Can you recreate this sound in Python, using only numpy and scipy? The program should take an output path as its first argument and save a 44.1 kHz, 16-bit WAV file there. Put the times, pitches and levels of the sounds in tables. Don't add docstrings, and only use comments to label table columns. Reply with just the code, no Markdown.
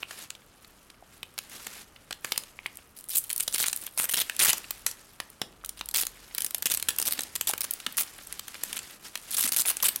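import sys
import numpy as np
from scipy import signal
from scipy.fft import rfft, irfft, next_fast_len
from scipy.io import wavfile
from scipy.ndimage import uniform_filter1d, map_coordinates

SR = 44100
rng = np.random.default_rng(int(sys.argv[2]) if len(sys.argv) > 2 else 0)


def generate_wav(sig):
    pcm = np.round(np.clip(np.atleast_2d(sig).T, -1, 1) * 32767).astype(np.int16)
    wavfile.write(sys.argv[1], SR, pcm)


N = 441000


def amp(db):
    return 10 ** (np.asarray(db) / 20)


def unit(x):
    return x / np.sqrt(np.mean(x ** 2) + 1e-20)


def along(points, hz):
    freqs, values = np.transpose(points)
    return np.interp(np.log(hz + 1), np.log(freqs + 1), values)


def curve(points):
    return np.interp(np.arange(N) / SR, *np.transpose(points))


def wobble(knots_per_s):
    return map_coordinates(rng.standard_normal(N // 100), [np.arange(N) * knots_per_s / SR])


def coloured(x, spectrum):
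    gain = np.maximum(amp(along(spectrum, np.fft.rfftfreq(16384, 1 / SR))), 1e-4)
    cepstrum = irfft(np.log(gain))
    cepstrum[1:8192] *= 2
    cepstrum[8193:] = 0
    pulse = irfft(np.exp(rfft(cepstrum)))
    return signal.fftconvolve(x, pulse / np.linalg.norm(pulse))[:N]


def patchy(spread_db):
    spectra = signal.stft(rng.standard_normal(N + 512), nperseg=256)[2]
    patches = uniform_filter1d(rng.standard_normal(spectra.shape), size=11, axis=0)
    patches = unit(uniform_filter1d(patches, size=5, axis=1))
    return unit(signal.istft(spectra * amp(spread_db * patches), nperseg=256)[1][:N])


def breaks(per_s, spread_db, t60_s):
    chance, size = rng.random((2, N))
    kicks = (chance < per_s / SR) * amp(-2 * spread_db * np.log(np.maximum(size, .01)))
    power = signal.lfilter([1], [1, -amp(-120 / (t60_s * SR))], kicks)
    return unit(np.sqrt(power))


def bursts(start_s, hold_s, level_db, t60_s):
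    t = np.arange(int((hold_s.max() + 1.5 * t60_s) * SR) + 2) / SR
    falling_s = np.maximum(t - hold_s[:, None], 0)
    power = amp(level_db[:, None] - 60 * falling_s / t60_s) ** 2
    samples = np.round(start_s * SR).astype(int)[:, None] + np.arange(len(t))
    return np.sqrt(np.bincount(samples.ravel(), power.ravel(), N + SR)[:N])


# freq_hz, relative_db
AIR_SPECTRUM = [(12, -24), (20, 8), (169, 2.5), (1020, -5.5), (1280, -2.5), (2120, -13), (3060, -11),
                (4160, -34), (11500, -59), (15200, -39), (16500, -44)]


def room_tone():
    return amp(-60) * coloured(rng.standard_normal(N), AIR_SPECTRUM)


# time_s, level_db
HANDLING = [(0, -64), (.67, -60.5), (1.06, -63), (2.01, -62.5), (2.78, -58.5), (2.95, -66), (3.3, -54),
            (3.8, -54), (3.92, -60), (4.26, -48), (4.6, -49), (5.12, -58), (5.61, -62.5), (6.23, -54.5),
            (6.55, -55.5), (7.22, -46), (7.34, -53.5), (7.75, -49.5), (8.24, -50), (8.92, -49.5),
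            (8.99, -57), (9.25, -51)]
# start_s, length_s, level_db
SLIDES = [(0, 0.021, -49), (0.106, .05, -47), (0.177, 0.059, -45), (1.141, 0.028, -54), (1.425, .08, -53),
          (1.512, .3, -46.5), (2.27, 0.057, -46.5), (2.386, .12, -54.5), (3.825, 0.025, -46),
          (6.355, 0.084, -49), (8.66, 0.11, -44), (9.051, 0.02, -43), (9.284, 0.68, -47.5)]


def grip_db():
    press_db_per_s, lift_db_per_s = 300, 356
    t = np.arange(N) / SR
    level_db = curve(HANDLING)
    for start_s, length_s, slide_db in SLIDES:
        press_db = press_db_per_s * (start_s - t).clip(0)
        lift_db = lift_db_per_s * (t - start_s - length_s).clip(0)
        level_db = np.maximum(level_db, slide_db - press_db - lift_db)
    return level_db


# freq_hz, relative_db
SKIN_SPECTRUM = [(120, -38), (200, -1.5), (503, -7), (1270, -4), (1640, -1.5), (12100, -5.5), (15600, -18),
                 (16500, -9)]


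def sliding_skin(rustle_db):
    scratch = breaks(per_s=1500, spread_db=1.5, t60_s=.02)
    hiss = amp(rustle_db + 1.1 * wobble(25)) * scratch * patchy(spread_db=1.6)
    return coloured(hiss, SKIN_SPECTRUM)


# freq_hz, relative_db
CRACK_SPECTRUM = [(1470, -57), (2500, -20.5), (6010, -17), (9490, -2), (14300, -5.5), (16100, -11),
                  (16500, -29)]
# freq_hz, relative_db
SHEET_SPECTRUM = [(59, -31), (100, -17.5), (957, -8), (1350, -4.5), (1930, -2.5), (3010, -1), (5000, -9.5),
                  (6500, -41), (11000, -120)]
# time_s, over_rustle_db
SHEEN_LEVEL = [(2.7, -15), (3, 0), (3.9, 7.5), (4.3, -29), (8.8, -38), (9.3, -9)]


def small_creases(rustle_db):
    ticks = amp(rustle_db - 8) * breaks(per_s=40 * amp(4 * wobble(6)), spread_db=2.5, t60_s=.008)
    sheen = amp(rustle_db + curve(SHEEN_LEVEL)) * breaks(per_s=170, spread_db=-2, t60_s=.012)
    dull = amp(rustle_db - 7.5) * breaks(per_s=16, spread_db=5, t60_s=.031)
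    return (coloured((ticks + sheen) * patchy(spread_db=3), CRACK_SPECTRUM)
            + coloured(dull * patchy(spread_db=3), SHEET_SPECTRUM))


# start_s, level_db, pitch_hz
PANEL_POPS = [(0.0311, -10, 2700), (1.025, -33.5, 710), (2.59, -18.5, 2270), (2.66, -9, 2180),
              (4.535, -22.5, 920), (5.639, -27.5, 1270), (7.187, -33, 265), (7.497, -17.5, 816),
              (7.868, -35, 234), (9.445, -28.5, 252), (9.834, -16.5, 1080)]


def panel_pops():
    out, t = np.zeros(N + SR), np.arange(SR // 10) / SR
    t60_cycles = 11
    for start_s, level_db, pitch_hz in PANEL_POPS:
        cycles = pitch_hz * t
        ring = np.sin(2 * np.pi * cycles) + .25 * np.sin(2 * np.pi * .56 * cycles)
        envelope = amp(level_db - 60 * cycles / t60_cycles) * (1 - np.exp(-2 * cycles))
        out[round(start_s * SR):][:len(t)] += envelope * ring
    return out[:N]


# start_s, crack_db, knock_over_crack_db
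CREASE_SNAPS = [(0.109, -49, 10), (0.302, -42.5, 3), (0.351, -58, 4), (0.6464, -65.5, 20.5),
                (0.901, -55, 8), (1.23, -50.5, 16), (1.379, -38, 6.5), (1.387, -32, -3), (1.6676, -37, 4.5),
                (2.108, -45.5, 14.5), (2.126, -49.5, 14), (2.245, -39, 3.5), (2.2528, -46, 8.5),
                (2.32, -31.5, 10.5), (2.359, -46, 5), (2.3768, -23, -2), (2.436, -42.5, -1),
                (2.6629, -41, 9), (2.755, -46, -25), (2.7714, -38, -34), (3.009, -40, -25),
                (3.041, -40, -33), (3.0876, -36, -38), (3.0932, -32, -14), (3.295, -25, -42),
                (3.329, -23.5, -14), (3.3622, -24, -21), (3.3789, -23, -24.5), (3.478, -28.5, -1),
                (3.64, -28.5, 6.5), (3.6972, -33, -2), (3.7292, -25, -1), (3.762, -25.5, -27),
                (3.773, -34, -18), (3.866, -28, -8), (3.976, -27, -5), (3.9985, -19.5, -4),
                (4.297, -24, -2), (4.3653, -30, -14), (4.458, -18, -4.5), (4.5307, -20, -1.5),
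                (4.7074, -26, -7), (4.864, -13.5, -5.5), (4.912, -35, -18), (5.2015, -35, 2.5),
                (5.301, -37.5, -28), (5.4165, -29.5, 10), (5.5258, -70, 18), (5.647, -30.5, -11),
                (5.6603, -28.5, -29), (5.692, -26, -21), (5.811, -50.5, 12.5), (5.858, -35, -21),
                (5.888, -26, -14.5), (5.912, -36, -15), (6.0522, -31, -12), (6.067, -34, -7.5),
                (6.3487, -23.5, -19), (6.381, -24, -11.5), (6.405, -26, -25), (6.42, -26.5, -10),
                (6.446, -19.5, -19), (6.4638, -28.5, -5), (6.508, -28, -14), (6.5461, -21.5, -5.5),
                (6.5815, -34, -13), (6.624, -23.5, -7.5), (6.739, -28, -8), (6.747, -19, -12.5),
                (6.7728, -28, -7), (6.798, -32.5, -5), (6.8261, -26, -4.5), (6.905, -36, -2.5),
                (6.962, -35, -13), (6.9854, -21, -12), (6.9987, -24, -16), (7.0152, -26.5, -11),
                (7.0254, -22.5, -7.5), (7.1337, -25.5, -7), (7.1782, -46, 7.5), (7.191, -31.5, 7.5),
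                (7.207, -33, 0), (7.2185, -28, -17), (7.234, -28, -12), (7.4103, -27.5, -5.5),
                (7.5348, -33.5, 3.5), (7.579, -26.5, -13), (7.7093, -19, -31), (7.7364, -25, -25),
                (7.801, -44.5, 3.5), (7.8643, -32, 9.5), (7.925, -37, -22), (8.033, -35, -8),
                (8.2713, -43, -21), (8.3255, -31, -7.5), (8.3941, -31.5, -4.5), (8.481, -41.5, -0.5),
                (8.5438, -45, 12), (8.6352, -22.5, -13), (8.7293, -29, -10), (8.7906, -32.5, -2.5),
                (9.1546, -35.5, 3), (9.1748, -33, -6.5), (9.4083, -15, -28), (9.769, -25, -16.5),
                (9.802, -36, -3), (9.9596, -28, -8)]
# start_s, length_s, crack_db, knock_over_crack_db
SHEET_RIPS = [(2.963, 0.041, -49, -14), (3.102, 0.051, -36, -12), (3.154, 0.035, -20, -31),
              (3.24, 0.014, -29.5, -25), (3.302, 0.016, -27.5, -12.5), (3.3994, .009, -26, -11.5),
              (3.426, .01, -30.5, -24), (3.526, 0.04, -28.5, -11), (3.581, 0.055, -25.5, -7.5),
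              (3.66, 0.025, -25, -7), (3.984, 0.071, -26.5, -10.5), (4.09, 0.041, -28.5, -17),
              (4.137, 0.084, -24, -4.5), (4.3928, 0.062, -18.5, -8.5), (4.467, 0.039, -21, -4),
              (4.57, .013, -38, -5), (5.7726, 0.03, -50.5, 4), (5.941, 0.046, -23, -8),
              (5.991, .044, -27.5, -7.5), (6.657, 0.014, -20.5, -8.5), (6.7, 0.034, -26.5, -7.5),
              (6.8861, 0.0066, -18.5, -8.5), (7.054, 0.036, -26, -7.5), (7.109, 0.019, -30, -13),
              (7.3542, 0.0095, -27, -6), (7.472, 0.041, -25.5, -7), (7.607, .011, -25, -9),
              (7.6337, 0.016, -33.5, -9.5), (7.97, 0.052, -25.5, -13), (8.766, 0.013, -37.5, 1),
              (9.308, 0.044, -32, -11), (9.368, 0.097, -26, -9.5), (9.4755, .017, -25, -8),
              (9.52, 0.027, -22, -10), (9.5635, 0.058, -20.5, -12.5), (9.658, 0.057, -24.5, -13),
              (9.826, 0.047, -19.5, -13), (9.8843, 0.0077, -24, -6.5)]
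# freq_hz, relative_db
EDGE_SPECTRUM = [(1500, -30.5), (3400, -1), (4200, -0.5), (5000, -1), (8000, 0.5), (14000, -18)]


def snaps_and_rips():
    snap_s, snap_db, snap_knock_db = np.transpose(CREASE_SNAPS)
    rip_s, rip_length_s, rip_db, rip_knock_db = np.transpose(SHEET_RIPS)
    snap_length_s = np.maximum(.003 + .00004 * snap_knock_db, 0)
    stick_slip = unit(amp(1.56 * wobble(55)))
    run = breaks(per_s=480, spread_db=3.2, t60_s=.009)
    start_s = np.r_[snap_s, rip_s]
    zeros = np.zeros_like(start_s)
    first_break = bursts(start_s, hold_s=zeros, level_db=zeros, t60_s=.015)
    fibres = np.sqrt(run ** 2 + amp(5.5) * first_break ** 2)

    def layer(spectrum, knock_share, t60_s):
        snaps = bursts(snap_s, snap_length_s, snap_db + knock_share * snap_knock_db, t60_s)
        rips = stick_slip * bursts(rip_s, rip_length_s, rip_db + knock_share * rip_knock_db, t60_s)
        return coloured(np.hypot(snaps, rips) * fibres * patchy(spread_db=4), spectrum)

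    crack = layer(CRACK_SPECTRUM, knock_share=0, t60_s=.006)
    edge = layer(EDGE_SPECTRUM, knock_share=.52, t60_s=.0092)
    knock = layer(SHEET_SPECTRUM, knock_share=1, t60_s=.01)
    return crack + edge + knock


# freq_hz, t60_s
TILE_DECAY = [(300, 0.58), (3000, 0.23), (12000, 0.17)]


def tile_echo(paper):
    hz, t, spectra = signal.stft(rng.standard_normal(SR // 2), SR, nperseg=256)
    decay = amp(-60 * t / along(TILE_DECAY, hz)[:, None])
    tail = signal.istft(spectra * decay, SR, nperseg=256)[1]
    delayed = np.pad(paper, (150, 0))
    return signal.fftconvolve(delayed, tail / np.linalg.norm(tail))[:N]


# start_s, length_s, pitch_hz, level_db
HUM_SWELLS = [(4.397, 0.56, 43, -60), (4.553, 0.46, 104.6, -64), (5.45, 0.93, 44.1, -56),
              (6.552, 0.65, 84, -60.5), (7.2, 0.48, 80.5, -59.5), (8.195, .25, 48, -61)]


def far_hum():
    out, waver_hz = np.zeros(N), 2.4 * wobble(5.1)
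    for start_s, length_s, pitch_hz, level_db in HUM_SWELLS:
        span = slice(round(start_s * SR), round((start_s + length_s) * SR))
        swell = np.sqrt(np.abs(np.sin(np.linspace(0, np.pi, span.stop - span.start))))
        phase = 2 * np.pi * np.cumsum(pitch_hz + waver_hz[span]) / SR
        out[span] += amp(level_db) * swell * np.sin(phase)
    return out


def scene():
    rustle_db = grip_db()
    paper = snaps_and_rips() + panel_pops() + sliding_skin(rustle_db) + small_creases(rustle_db)
    return (room_tone() + paper + amp(-15) * tile_echo(paper) + far_hum())[None]


def record(dry):
    ceiling, hardness, top_hz = .19, 3, 16000
    squashed = dry[0] / (1 + np.abs(dry[0] / ceiling) ** hardness) ** (1 / hardness)
    size = next_fast_len(N + SR // 2)
    in_band = np.fft.rfftfreq(size, 1 / SR) < top_hz
    return irfft(rfft(squashed, size) * in_band, size)[None, :N]


dry = scene()
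out = record(dry)
generate_wav(out)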